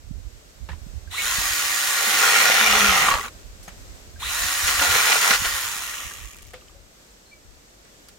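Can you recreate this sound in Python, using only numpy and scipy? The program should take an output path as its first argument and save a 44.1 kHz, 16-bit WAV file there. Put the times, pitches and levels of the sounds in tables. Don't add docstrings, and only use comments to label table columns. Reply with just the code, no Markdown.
import sys
import numpy as np
from scipy import signal
from scipy.fft import rfft, irfft, next_fast_len
from scipy.io import wavfile
from scipy.ndimage import uniform_filter1d, map_coordinates

SR = 44100
rng = np.random.default_rng(int(sys.argv[2]) if len(sys.argv) > 2 else 0)


def dump_mix(stems):
    frames = np.atleast_2d(stems).T
    limited = np.clip(frames, -1, 1)
    pcm = np.round(limited * 32767).astype(np.int16)
    wavfile.write(sys.argv[1], SR, pcm)


def boost(x):
    u = np.asarray(x, float) / 20
    return 10 ** u


N = 360738
TIME = np.arange(N) / SR


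def unit(x):
    return x / np.sqrt(np.mean(x ** 2) + 1e-20)


def along(points, hz):
    f, v = np.transpose(points)
    return np.interp(np.log(hz + 1), np.log(f + 1), v)


def curve(rows):
    return np.interp(TIME, *np.transpose(rows))


def wobble(rate):
    coarse = np.arange(0, N + 64, 64)
    knots = rng.standard_normal(int(N * rate / SR) + 4)
    return np.interp(np.arange(N), coarse, map_coordinates(knots, [coarse * rate / SR]))


def bell(x, centre, width):
    return np.exp(-((x - centre) / width) ** 2)


def filtered(x, response):
    m = next_fast_len(N + SR // 2)
    return irfft(rfft(x, m) * response(np.fft.rfftfreq(m, 1 / SR)), m)[..., :N]


def spread(pair, spectrum, alike):
    def shares(hz):
        turn = np.arccos(np.clip(along(alike, hz), -1, 1)) / 2
        return spectrum(hz) * [np.cos(turn), np.sin(turn)]

    mid, side = filtered(pair, shares)
    return np.array([mid + side, mid - side])


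def in_band(x, low_hz, high_hz, where):
    part = filtered(x.mean(axis=0), lambda hz: (hz > low_hz) & (hz < high_hz))
    return x / np.sqrt(np.mean(part[where] ** 2))


# (frequency [Hz], density [dB per Hz])
HUSH_COLOUR = [(25, -6), (48, 12), (80, -2.5), (150, -1.5), (300, -1.5), (600, -1.5), (900, -8.5),
               (1500, -7.5), (3000, -10.5), (6800, -9), (8500, -11), (9000, -21), (13000, -17.5),
               (16000, -27.5)]
# (frequency [Hz], likeness [-1 to 1])
HUSH_ALIKE = [(60, 1), (180, 1), (550, 0.059), (1650, -0.24), (4970, -0.027), (15000, 0.15)]
# (time [s], level [dB])
HUSH_LEVEL = [(0, -61), (1.05, -58), (3.33, -56.5), (3.6, -56.5), (3.8, -55), (4.15, -56), (6.6, -59),
              (7.3, -60.5), (8.18, -60)]


def hush():
    air = spread(rng.standard_normal((2, N)), lambda hz: boost(along(HUSH_COLOUR, hz)), HUSH_ALIKE)
    level = boost(curve(HUSH_LEVEL) + .7 * wobble(6))
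    return level * in_band(air, 4000, 9000, slice(None))


# (time [s], length [s], start pitch [Hz], end pitch [Hz], level [dB])
BIRD_NOTES = [
    (7.257, 0.033, 4300, 4100, -60),
    (7.287, 0.034, 4200, 4350, -62),
    (7.313, 0.033, 2340, 2310, -53.5),
]


def bird():
    out = np.zeros(N)
    for s, length, hz, end_hz, db in BIRD_NOTES:
        u = np.clip((TIME - s) / length, 0, 4)
        swell = u ** .5 * np.exp(-1.6 * u) * (u < 4)
        cycles = length * (hz * u + (end_hz - hz) * u * u / 2)
        out += boost(db + 12.5 + 3.8 * wobble(150)) * swell * np.sin(2 * np.pi * cycles)
    return out


# (frequency [Hz], density [dB per Hz])
WIND_COLOUR = [(12, -33.5), (20, -8), (43, 6.5), (80, 4), (179, -21.5), (380, -32), (400, -31),
               (520, -61.5), (880, -120)]


def rumble():
    lumps = boost(7.6 * np.array([wobble(25), wobble(22)]))
    out = filtered(rng.standard_normal((2, N)) * lumps, lambda hz: boost(along(WIND_COLOUR, hz)))
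    return out / np.sqrt(uniform_filter1d(out ** 2, size=SR // 12) + 1e-12)


# (time [s], level [dB])
LULL = [(0, -60), (.9, -52), (1.5, -61), (1.9, -60), (2.6, -65), (2.8, -51), (3.5, -47), (4, -55), (5, -50),
        (5.15, -69), (5.6, -52), (6, -57), (6.5, -55), (6.95, -65), (8.18, -61)]
# (time [s], peak level [dB], left over right [dB], time to swell or fall 20 dB [s])
GUSTS = [(.13, -32, -30, 0.12), (.25, -34, -31, 0.15), (.63, -35, -28, .08), (.73, -33, -25, 0.1),
         (.93, -28.5, -35, 0.14), (1.069, -38, -29, 0.1), (1.25, -38, -21, 0.05), (1.39, -32.5, -33, 0.09),
         (1.53, -41.5, -20, 0.17), (2.14, -39, -15, 0.03), (2.73, -26.5, -32, 0.05), (2.89, -31, -25, 0.1),
         (3.14, -30, -27, 0.09), (3.51, -37, -14.5, 0.1), (3.87, -39.5, -9, 0.18), (4.01, -60, -16, 0.8),
         (4.149, -33.5, 7, 0.04), (4.27, -40, -7, 0.13), (4.44, -32, -26, 0.06), (4.67, -32, 8, 0.08),
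         (4.8, -39, 15, 0.1), (4.9, -36, -15, 0.13), (5.47, -35.5, -27, 0.23), (6.06, -31.5, -1, 0.02),
         (6.24, -37.5, -27, 0.11), (6.47, -49, 17, 0.2), (6.79, -47, 15, 0.1), (7.5, -47, 9, 0.1)]


def gust_level():
    step = TIME[::64]
    level = boost(np.interp(step, *np.transpose(LULL)) - 4.5) * np.ones((2, 1))
    for s, db, pan_db, swell in GUSTS:
        balance = np.array([[boost(pan_db)], [1]]) / np.sqrt(1 + boost(2 * pan_db))
        level = level + boost(db - 20 * np.abs(step - s) / swell) * balance
    return boost(3.5) * np.array([np.interp(TIME, step, port) for port in level])


# (time [s], peak level [dB])
POPS = [
    (0.108, -25),
    (0.864, -33),
    (0.933, -39),
    (1.383, -29.5),
    (4.439, -37),
    (5.418, -31),
    (5.759, -46),
    (6.07, -58),
]


def pops():
    out = np.zeros(N)
    for s, db in POPS:
        u = (TIME - s - .004) / 0.0014
        out -= boost(db + 10.0) * u * np.exp(-u * u / 2)
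    return out


def wind():
    return gust_level() * rumble() + np.array([np.zeros(N), pops()])


def add(out, s, db, hz, t60, rustle, rustle_hz, rough=0.76):
    t = np.arange(SR // 5) / SR
    noise = rng.standard_normal((3, len(t)))
    band = signal.butter(2, [rustle_hz / 2, min(rustle_hz * 2, 18000)], "band", fs=SR)
    puff = unit(signal.lfilter(*band, noise[0] + 2.2 * noise[1:]))
    ring = np.sin(2 * np.pi * hz * t + rough * unit(uniform_filter1d(noise[0], size=90)))
    hit = 0.64 * ring * boost(-60 * t / t60) + 0.34 * puff * boost(-30 * t / rustle)
    out[:, round(s * SR):][:, :len(t)] += boost(db) * hit * (1 - np.exp(-t / 0.001))


# (time [s], peak level [dB], ring [Hz], ring t60 [s], rustle [s])
KNOCKS = [(.688, -26.5, 890, 0.045, 0.076), (.689, -33.5, 170, 0.16, .021), (.697, -33, 1730, 0.062, 0.022),
          (.689, -35, 523, 0.055, .01), (.716, -33, 1890, 0.046, 0.044), (.73, -35.5, 990, .05, 0.044),
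          (1.18, -18, 2210, .23, 0.0092), (3.628, -36.5, 5900, .02, 0.12),
          (3.678, -27.5, 765, 0.017, 0.063), (3.679, -36.5, 184, 0.1, .01),
          (3.68, -32.5, 6470, 0.039, 0.036), (6.533, -35, 713, .071, 0.037),
          (6.536, -34, 1900, 0.031, 0.11), (6.538, -32, 505, 0.16, 0.015), (6.534, -36, 1270, 0.046, .04),
          (6.54, -34, 2270, 0.032, .04), (6.748, -43.5, 557, 0.18, .006), (7.85, -46, 1500, .02, .12),
          (8.088, -37, 3000, 0.005, 0.036), (4.812, -28, 283, 0.23, .01), (4.812, -26, 560, 0.2, .01),
          (5.305, -24, 211, 0.071, .01), (8.085, -43, 1370, .03, .02), (2.07, -34.5, 215, .2, .01),
          (2.13, -33, 309.2, .2, .01), (3.17, -27, 600, .08, .03), (3.2, -32, 398, 0.088, .02),
          (5.45, -28.5, 680, .1, .01), (3.245, -35, 230, .1, .02), (3.26, -34, 480, .08, .02),
          (5.33, -27, 510, .08, .01)]


def knocks(out):
    for s, db, hz, t60, rustle in KNOCKS:
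        add(out, s, db, hz, t60, rustle, max(hz, 1260), rough=min(hz / 1500, .67))


# (time [s], peak level [dB], ring [Hz])
TICKS = [(6.367, -29, 8000), (6.422, -26, 9000), (6.468, -32, 7900), (6.54, -35, 4460), (6.54, -35, 7000),
         (6.61, -39, 2800), (6.62, -42, 1200), (6.683, -36, 3020), (6.695, -41, 1200), (.689, -34, 3800),
         (8.0855, -31, 12000), (8.0855, -32, 4900), (8.0855, -36, 8000), (8.0898, -38, 6500),
         (8.094, -40, 12500), (8.094, -42, 4000), (5.449, -14, 3190), (6.152, -30, 2800), (6.39, -38, 2300),
         (1.172, -30, 3980), (5.63, -22, 1980), (6.195, -33, 7000), (5.565, -20, 5600), (6.535, -30, 10000)]


def ticks(out):
    for s, db, hz in TICKS:
        add(out, s, db, hz, min(60 / hz, .03), .008, hz)


# (time [s], peak level [dB], ring [Hz])
LINKS_LAST = [(5.8178, -22, 1330), (5.9361, -20, 1720), (6.0074, -26, 1740), (6.0328, -29, 2100),
              (6.0543, -26, 2130), (6.1112, -24, 1690), (6.1411, -33, 1150), (6.185, -38, 1210),
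              (6.2035, -33, 2520), (6.2484, -35, 1130), (6.2908, -37, 1150), (6.3387, -38, 2660),
              (6.3571, -37, 1160), (6.423, -44, 2290), (6.4559, -42, 2270), (6.5063, -43, 3000)]


def last_links(out):
    for s, db, hz in LINKS_LAST:
        add(out, s, db - 1.5, hz, .035, .006, 2600)


# (pulled [s], let go [s])
TRIGGER = [
    (1.08, 3.11),
    (4.166, 5.55),
]


def trigger_clicks(out):
    for s, _ in TRIGGER:
        add(out, s - .006, -39, 1600, .06, .002, 1600, rough=.2)


# (time [s], peak level [dB], ring [Hz])
SNAGS = [(3.083, -14, 984), (3.112, -11.5, 1120), (3.138, -7.5, 1150), (3.15, -11.5, 1163),
         (3.195, -24, 1170), (3.232, -27, 1300), (3.253, -24, 1470), (4.686, -19, 2900), (4.799, -16, 2780),
         (4.826, -17, 2720), (4.956, -16, 2800), (5.116, -14, 2030), (4.677, -15, 1350), (4.795, -13, 1720),
         (5.311, -9, 1466), (5.449, -15, 1960)]


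def snags(out):
    for s, db, hz in SNAGS:
        add(out, s, db + 0.5, hz, .05, .01, 2500)


def bumps():
    out = np.zeros((2, N + SR))
    for strike in (knocks, ticks, last_links, trigger_clicks, snags):
        strike(out)
    return out[:, :N]


def spin_up():
    since = np.clip(TIME - np.where(TIME < 4, TRIGGER[0][0], TRIGGER[1][0]), 0, None)
    rise_s, shape = .1446, 1.71
    return 1 - np.exp(-(since / rise_s) ** shape)


# (time [s], speed [Hz])
SPEED = [
    [(1.95, 302), (2.17, 290), (2.35, 254), (2.65, 220), (2.9, 200), (2.96, 178), (3.15, 115), (3.27, 58),
     (3.31, 12)],
    [(4.68, 302), (4.83, 284), (5.3, 246), (5.42, 280), (5.52, 300), (5.6, 280), (5.8, 190), (6.1, 103),
     (6.52, 24)],
]


def shaft_speed(spin):
    first, second = (curve(rows) for rows in SPEED)
    return spin * np.where(TIME < 4, first, second) + 1


# (time [s], push [share of full bite])
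PRESSURE = [
    [(1.8, 0.059), (2.0, 0.21), (2.18, 0.56), (2.25, 0.86), (2.73, 1.06), (3.02, 0.95), (3.1, 0.79),
     (3.16, 0.33), (3.22, 0.11), (3.27, 0.078), (3.29, 0.04)],
    [(4.5, 0), (4.81, 0.05), (4.83, 0.35), (4.89, 0.37), (5.01, 0.44), (5.17, 0.67), (5.195, 0.31),
     (5.28, 0.46), (5.355, 0.44), (5.37, 0)],
]
# (time [s], push [share of full bite], decay [s])
TOUCHES = [(3.258, 0.12, 0.023), (4.682, 0.51, 0.041), (4.797, 0.41, 0.0086), (4.826, 0.39, .035),
           (4.915, 0.27, 0.022), (4.958, 0.55, 0.023), (5.075, .25, .02), (5.12, 0.56, .02),
           (5.232, 0.42, .03), (5.312, .8, 0.013), (5.336, 0.26, 0.014), (5.448, 0.4, 0.045),
           (5.565, 0.099, .015)]


def board_push(spin):
    first, second = (curve(rows) for rows in PRESSURE)
    push = np.abs(np.where(TIME < 3.31, first, second)) * spin ** 2
    for s, share, decay in TOUCHES:
        push = push + share * np.exp(-np.abs(TIME - s) / np.where(TIME > s, decay, 0.011))
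    return push


FREE_HZ = 302
AWAY_S = 5.37


def chain_level(shaft, power, push, decades):
    driven_db, coasting_db = 15, 24.5
    db = -28 + (driven_db * power + coasting_db * (1 - power)) * decades
    db = db + 4.5 * np.minimum(push / 0.58, 1) - 2 * (TIME > AWAY_S)
    slack_hz, taut_hz = 10, 17
    return db + 20 * np.log10(np.clip((shaft - slack_hz * power) / taut_hz, .03, 1))


BITE_DB = -20


def bite_level(shaft, spin, power, push, decades, hiss_db):
    rattle = boost(-38.5) * np.clip(spin - .15, 0, 1) * np.clip((1 - spin) / .1, 0, 1)
    slowing = np.clip(-3 * decades, 0, 1) * np.clip((shaft - 60) / 40, 0, 1)
    return boost(BITE_DB) * push + rattle + boost(hiss_db - 6) * (1 - power) * slowing


# (frequency [Hz], width [Hz], peak gain [dB])
CASING = [(1150, 100, 2.5), (1420, 70, 8), (1895, 150, 5), (2340, 80, 3), (2690, 80, 3), (3950, 200, 4),
          (4280, 110, 4.5), (5350, 120, 2), (6800, 450, 4), (8550, 400, 4)]


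def casing(hz):
    return 1 + sum((boost(db) - 1) / (1 + (2 * (hz - c) / w) ** 2) for c, w, db in CASING)


# (frequency [Hz], likeness [-1 to 1])
SAW_ALIKE = [(60, 0.56), (200, 1), (640, 0.5), (1400, 0.54), (3000, 0.23), (6000, 0.39), (15000, 0.17)]


def through_saw(pair, table, low_hz, high_hz, on):
    return in_band(spread(pair, lambda hz: boost(along(table, hz)) * casing(hz), SAW_ALIKE), low_hz, high_hz, on)


def strikes(rate, scatter, size_db, burst_s, bed, even):
    turns = np.cumsum(rate) / SR
    count = np.arange(1, int(turns[-1]))
    chance = rng.standard_normal((len(count), 2))
    at = np.searchsorted(turns, count + scatter * chance[:, 0]).clip(0, N - 1)
    hits = np.bincount(at, boost(size_db * chance[:, 1]), N)
    gate = signal.lfilter([1], [1, -np.exp(-1 / (burst_s * SR))], hits)
    gate /= np.sqrt(uniform_filter1d(gate ** 2, size=SR // 20) + 0.0015)
    return (bed + even + (1 - even) * gate) * rng.standard_normal((2, N))


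def patchy(pair, depth_db):
    z = signal.stft(pair, nperseg=512)[2]
    field = uniform_filter1d(rng.standard_normal(z.shape[1:]), size=3, axis=0)
    field = uniform_filter1d(field, size=12, axis=1)
    return signal.istft(z * boost(depth_db * unit(field)), nperseg=512)[1][:, :N]


# (frequency [Hz], density [dB per Hz])
CHAIN = [(100, -59.5), (250, -44), (450, -20), (680, -19.5), (820, -10), (1050, -6.5), (1700, -4.5),
         (3300, -4.5), (4400, -9), (5500, -7), (7000, -5.5), (7700, -9), (12000, -10.5), (16000, -14.5)]
# (frequency [Hz], density [dB per Hz])
COAST = [(290, -46), (500, -14), (1000, -17), (1160, -4), (1460, -17), (1790, -4.5), (1950, -4), (3200, -3),
         (4340, -15.5), (6000, -6), (6900, -5.5), (9360, -13), (10800, -11), (16000, -16)]
# (frequency [Hz], density [dB per Hz])
WAKING = [(500, -40), (900, -8), (1500, -9.5), (2200, -3), (3100, -3), (4000, -1), (4500, -13.5),
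          (5600, -12), (7000, -8.5), (15800, -17.5)]


def chain_clatter(shaft, links, crawl, waking, on):
    sparse = np.clip((110 - shaft) / 50, 0, 1) * (TIME > 5.5)
    bed = 1.6 + .2 * crawl - 1.1 * sparse
    clatter = strikes(3 * links + 100 * on, scatter=.5, size_db=3, burst_s=.001, bed=bed, even=waking)
    clatter = patchy(clatter, depth_db=1.5)
    fast, slow, early = (through_saw(clatter, table, 4000, 15000, on) for table in (CHAIN, COAST, WAKING))
    return (1 - crawl - waking) * fast + crawl * slow + 0.81 * waking * early


# (frequency [Hz], density [dB per Hz])
BITE = [(350, -48), (600, -33), (771, -11), (891, -12), (1410, -3.5), (1540, -10), (1960, -6), (2140, -3),
        (5040, -18), (6000, -11), (7800, -43), (13200, -120)]
# (frequency [Hz], density [dB per Hz])
STALL = [(350, -18), (600, -25), (627, -36), (927, -7.5), (1000, -6), (1150, -0.5), (1520, -13),
         (2270, -9.5), (5000, -21.5), (6500, -56), (11000, -120)]
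# (frequency [Hz], density [dB per Hz])
BOARD = [(76, -50.5), (130, -10.5), (232, -11), (383, -10.5), (432, 1.5), (632, -3.5), (800, 6.5),
         (1040, -30), (1760, -120)]


def wood_cut(links, crawl, waking, on):
    teeth = strikes(links + 40 * on, scatter=.3, size_db=3.5, burst_s=.0025, bed=1, even=waking)
    teeth = patchy(teeth, depth_db=2.1)
    bogged = crawl * np.where(TIME < 4, 1, .7)
    cut = np.sqrt(1 - bogged) * through_saw(teeth, BITE, 700, 3500, on)
    cut = cut + np.sqrt(bogged) * through_saw(np.roll(teeth, 900, axis=1), STALL, 700, 3500, on)
    thud = through_saw(np.roll(teeth, -900, axis=1), BOARD, 250, 700, on)
    return cut, thud


# (frequency [Hz], width [Hz], level re bite [dB], shaft speed [Hz], speed span [Hz])
SWELLS = [(5350, 250, -12, 260, 27), (2800, 400, -6.5, 216, 14), (3590, 380, -8, 226, 11),
          (1270, 130, -5, 195, 22), (6230, 370, -13, 197, 18), (1422, 35, -4, 265, 30),
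          (1386, 40, -6.5, 205, 13), (4200, 150, -16, 160, 30), (8550, 330, -13, 265, 27),
          (1885, 90, -6, 270, 28), (1990, 300, -3, 180, 15), (1225, 99, -5, 170, 20),
          (1150, 54, -1, 120, 19)]


def bar_ring(shaft, power, bite):
    fast = np.clip(shaft / FREE_HZ, 0, 1) ** 4
    ring = bite * fast * boost(-27 - BITE_DB) * wobble(70) * np.sin(2 * np.pi * 4256 * TIME)
    modes = 0
    for hz, width, db, at_hz, span_hz in SWELLS:
        modes = modes + boost(db) * bell(shaft, at_hz, span_hz) * wobble(width) * np.sin(2 * np.pi * hz * TIME)
    second_db = -10 * (TIME > 4)
    return ring + bite * power * boost(second_db) * modes


def tone(turn, k, jitter):
    return np.sqrt(2) * np.sin(k * turn + jitter * wobble(25)) * boost(1.5 * wobble(12))


LINKS_PER_TURN = .6274
# (multiple of link rate, level re hiss [dB])
LINK_TONES = [(2, -37), (3, -25.5), (4, -21.5), (5, -36), (6, -17), (7.5, -27), (9, -15.5), (10, -12.5),
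              (11, -12.5), (11.5, -20), (12, -14), (13, -17.5), (15, -37), (19.5, -19.5)]
AWAY_TONES = {3: 2, 4: -10, 5: -6, 6: 3}
# (multiple of shaft rate, level re hiss [dB])
SHAFT_TONES = [(4, -17.5), (5, -33)]


def chain_tones(shaft, turn, hiss):
    steady = np.clip(shaft / 300, 0, 1) ** 1.8 * np.interp(TIME, [5.3, 5.6], [1, .9])
    tones = 0
    for k, db in LINK_TONES:
        level = boost(db + AWAY_TONES.get(k, 0) * (TIME > AWAY_S))
        tones = tones + level * tone(turn, k * LINKS_PER_TURN, 0.25)
    for k, db in SHAFT_TONES:
        tones = tones + boost(db) * tone(turn, k, 0.28)
    return hiss * steady * tones


def motor_hum(shaft, turn, push, decades):
    loaded = boost(-45) * bell(shaft, 175, 45) + boost(-37) * bell(shaft, 205, 18)
    level = boost(-58 + 54 * decades - 5 * (TIME > AWAY_S)) + push * loaded
    return level * boost(2.5 * wobble(30)) * (tone(turn, 0.99, .8) + boost(-6) * tone(turn, 2, .8))


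# (frequency [Hz], width [Hz], level [dB])
WHINE_MODES = [(1150, 330, -1), (2450, 560, 4), (3900, 300, 0)]


def motor_whine(shaft, turn, spin, power, push, decades):
    start = np.clip((1 - spin) / .1, 0, 1) * sum(boost(db) * bell(16 * shaft, hz, w) for hz, w, db in WHINE_MODES)
    level = boost(-47 + 60 * decades) * (0.37 + 1.2 * power) / (1 + 1.5 * push) + boost(-36) * start
    level = level + push * power * boost(-32) * bell(shaft, 208, 25) * wobble(260)
    mesh = np.sqrt(2) * np.sin(16 * turn + 2 * wobble(25) + .4 * wobble(300))
    for k, share in ((32, 1), (48, .6)):
        mesh = mesh + share * bell(k * shaft, 3500, 750) * tone(turn, k, 3)
    return level * boost(1.3 * wobble(70) + 2 * wobble(140) + 2.5 * wobble(600)) * mesh


# (start [s], end [s])
SPANS = [
    (1.08, 3.295),
    (4.17, 6.52),
]
# (frequency [Hz], left over right [dB])
SAW_PAN = [(60, -8.0), (99, -7.0), (160, 0), (270, -0.5), (450, -1), (740, -3.5), (1220, 1), (2010, -1),
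           (3330, 0.5), (5500, -4), (9080, 1.0), (15000, -4)]
# (frequency [Hz], lead of the left port [radians])
SAW_LEAD = [(0, -1.5), (1890, 0.22), (2500, 5), (2930, -0.53), (4220, -0.3), (8180, 1.5), (8870, 0.5),
            (16600, -1.5)]


def saw():
    spin = spin_up()
    shaft = shaft_speed(spin)
    power = uniform_filter1d(1. * sum((TIME > a) & (TIME < b) for a, b in TRIGGER), size=2000)
    push = board_push(spin)
    decades = np.log10(shaft / FREE_HZ)
    hiss_db = chain_level(shaft, power, push, decades)
    bite = bite_level(shaft, spin, power, push, decades, hiss_db)
    on = sum((TIME > a) & (TIME < b) for a, b in SPANS) > 0
    links = LINKS_PER_TURN * shaft * on
    hiss = boost(hiss_db + 0.4 * wobble(30))
    crawl = np.clip((200 - shaft) / 70, 0, 1) * ((TIME > 2) & (TIME < 4) | (TIME > 5.5))
    waking = np.clip((230 - shaft) / 110, 0, 1) * ((TIME < 2) | (TIME > 4) & (TIME < 4.6))
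    cut, thud = wood_cut(links, crawl, waking, on)
    turn = 2 * np.pi * np.cumsum(shaft) / SR
    mix = hiss * chain_clatter(shaft, links, crawl, waking, on)
    mix = mix + bite * cut + boost(-35.5) * push ** 1.02 * thud
    mix = mix + chain_tones(shaft, turn, hiss) + motor_hum(shaft, turn, push, decades)
    mix = mix + motor_whine(shaft, turn, spin, power, push, decades) + bar_ring(shaft, power, bite)

    def ports(hz):
        level = boost(np.outer([.5, -.5], along(SAW_PAN, hz)))
        return level * np.exp(1j * np.outer([.5, -.5], along(SAW_LEAD, hz)))

    return filtered(mix * uniform_filter1d(1. * on, size=600), ports)


def scene():
    return hush() + bird() + wind() + bumps() + saw()


def band_limit(x):
    return signal.sosfilt(signal.butter(12, 17060, fs=SR, output="sos"), x)


def record(dry):
    soft = dry / (1 + np.abs(dry / .9) ** 4) ** (1 / 4)
    top_hz = 15890
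    return band_limit(filtered(soft, lambda hz: hz < top_hz))


dry = scene()
out = record(dry)
dump_mix(out)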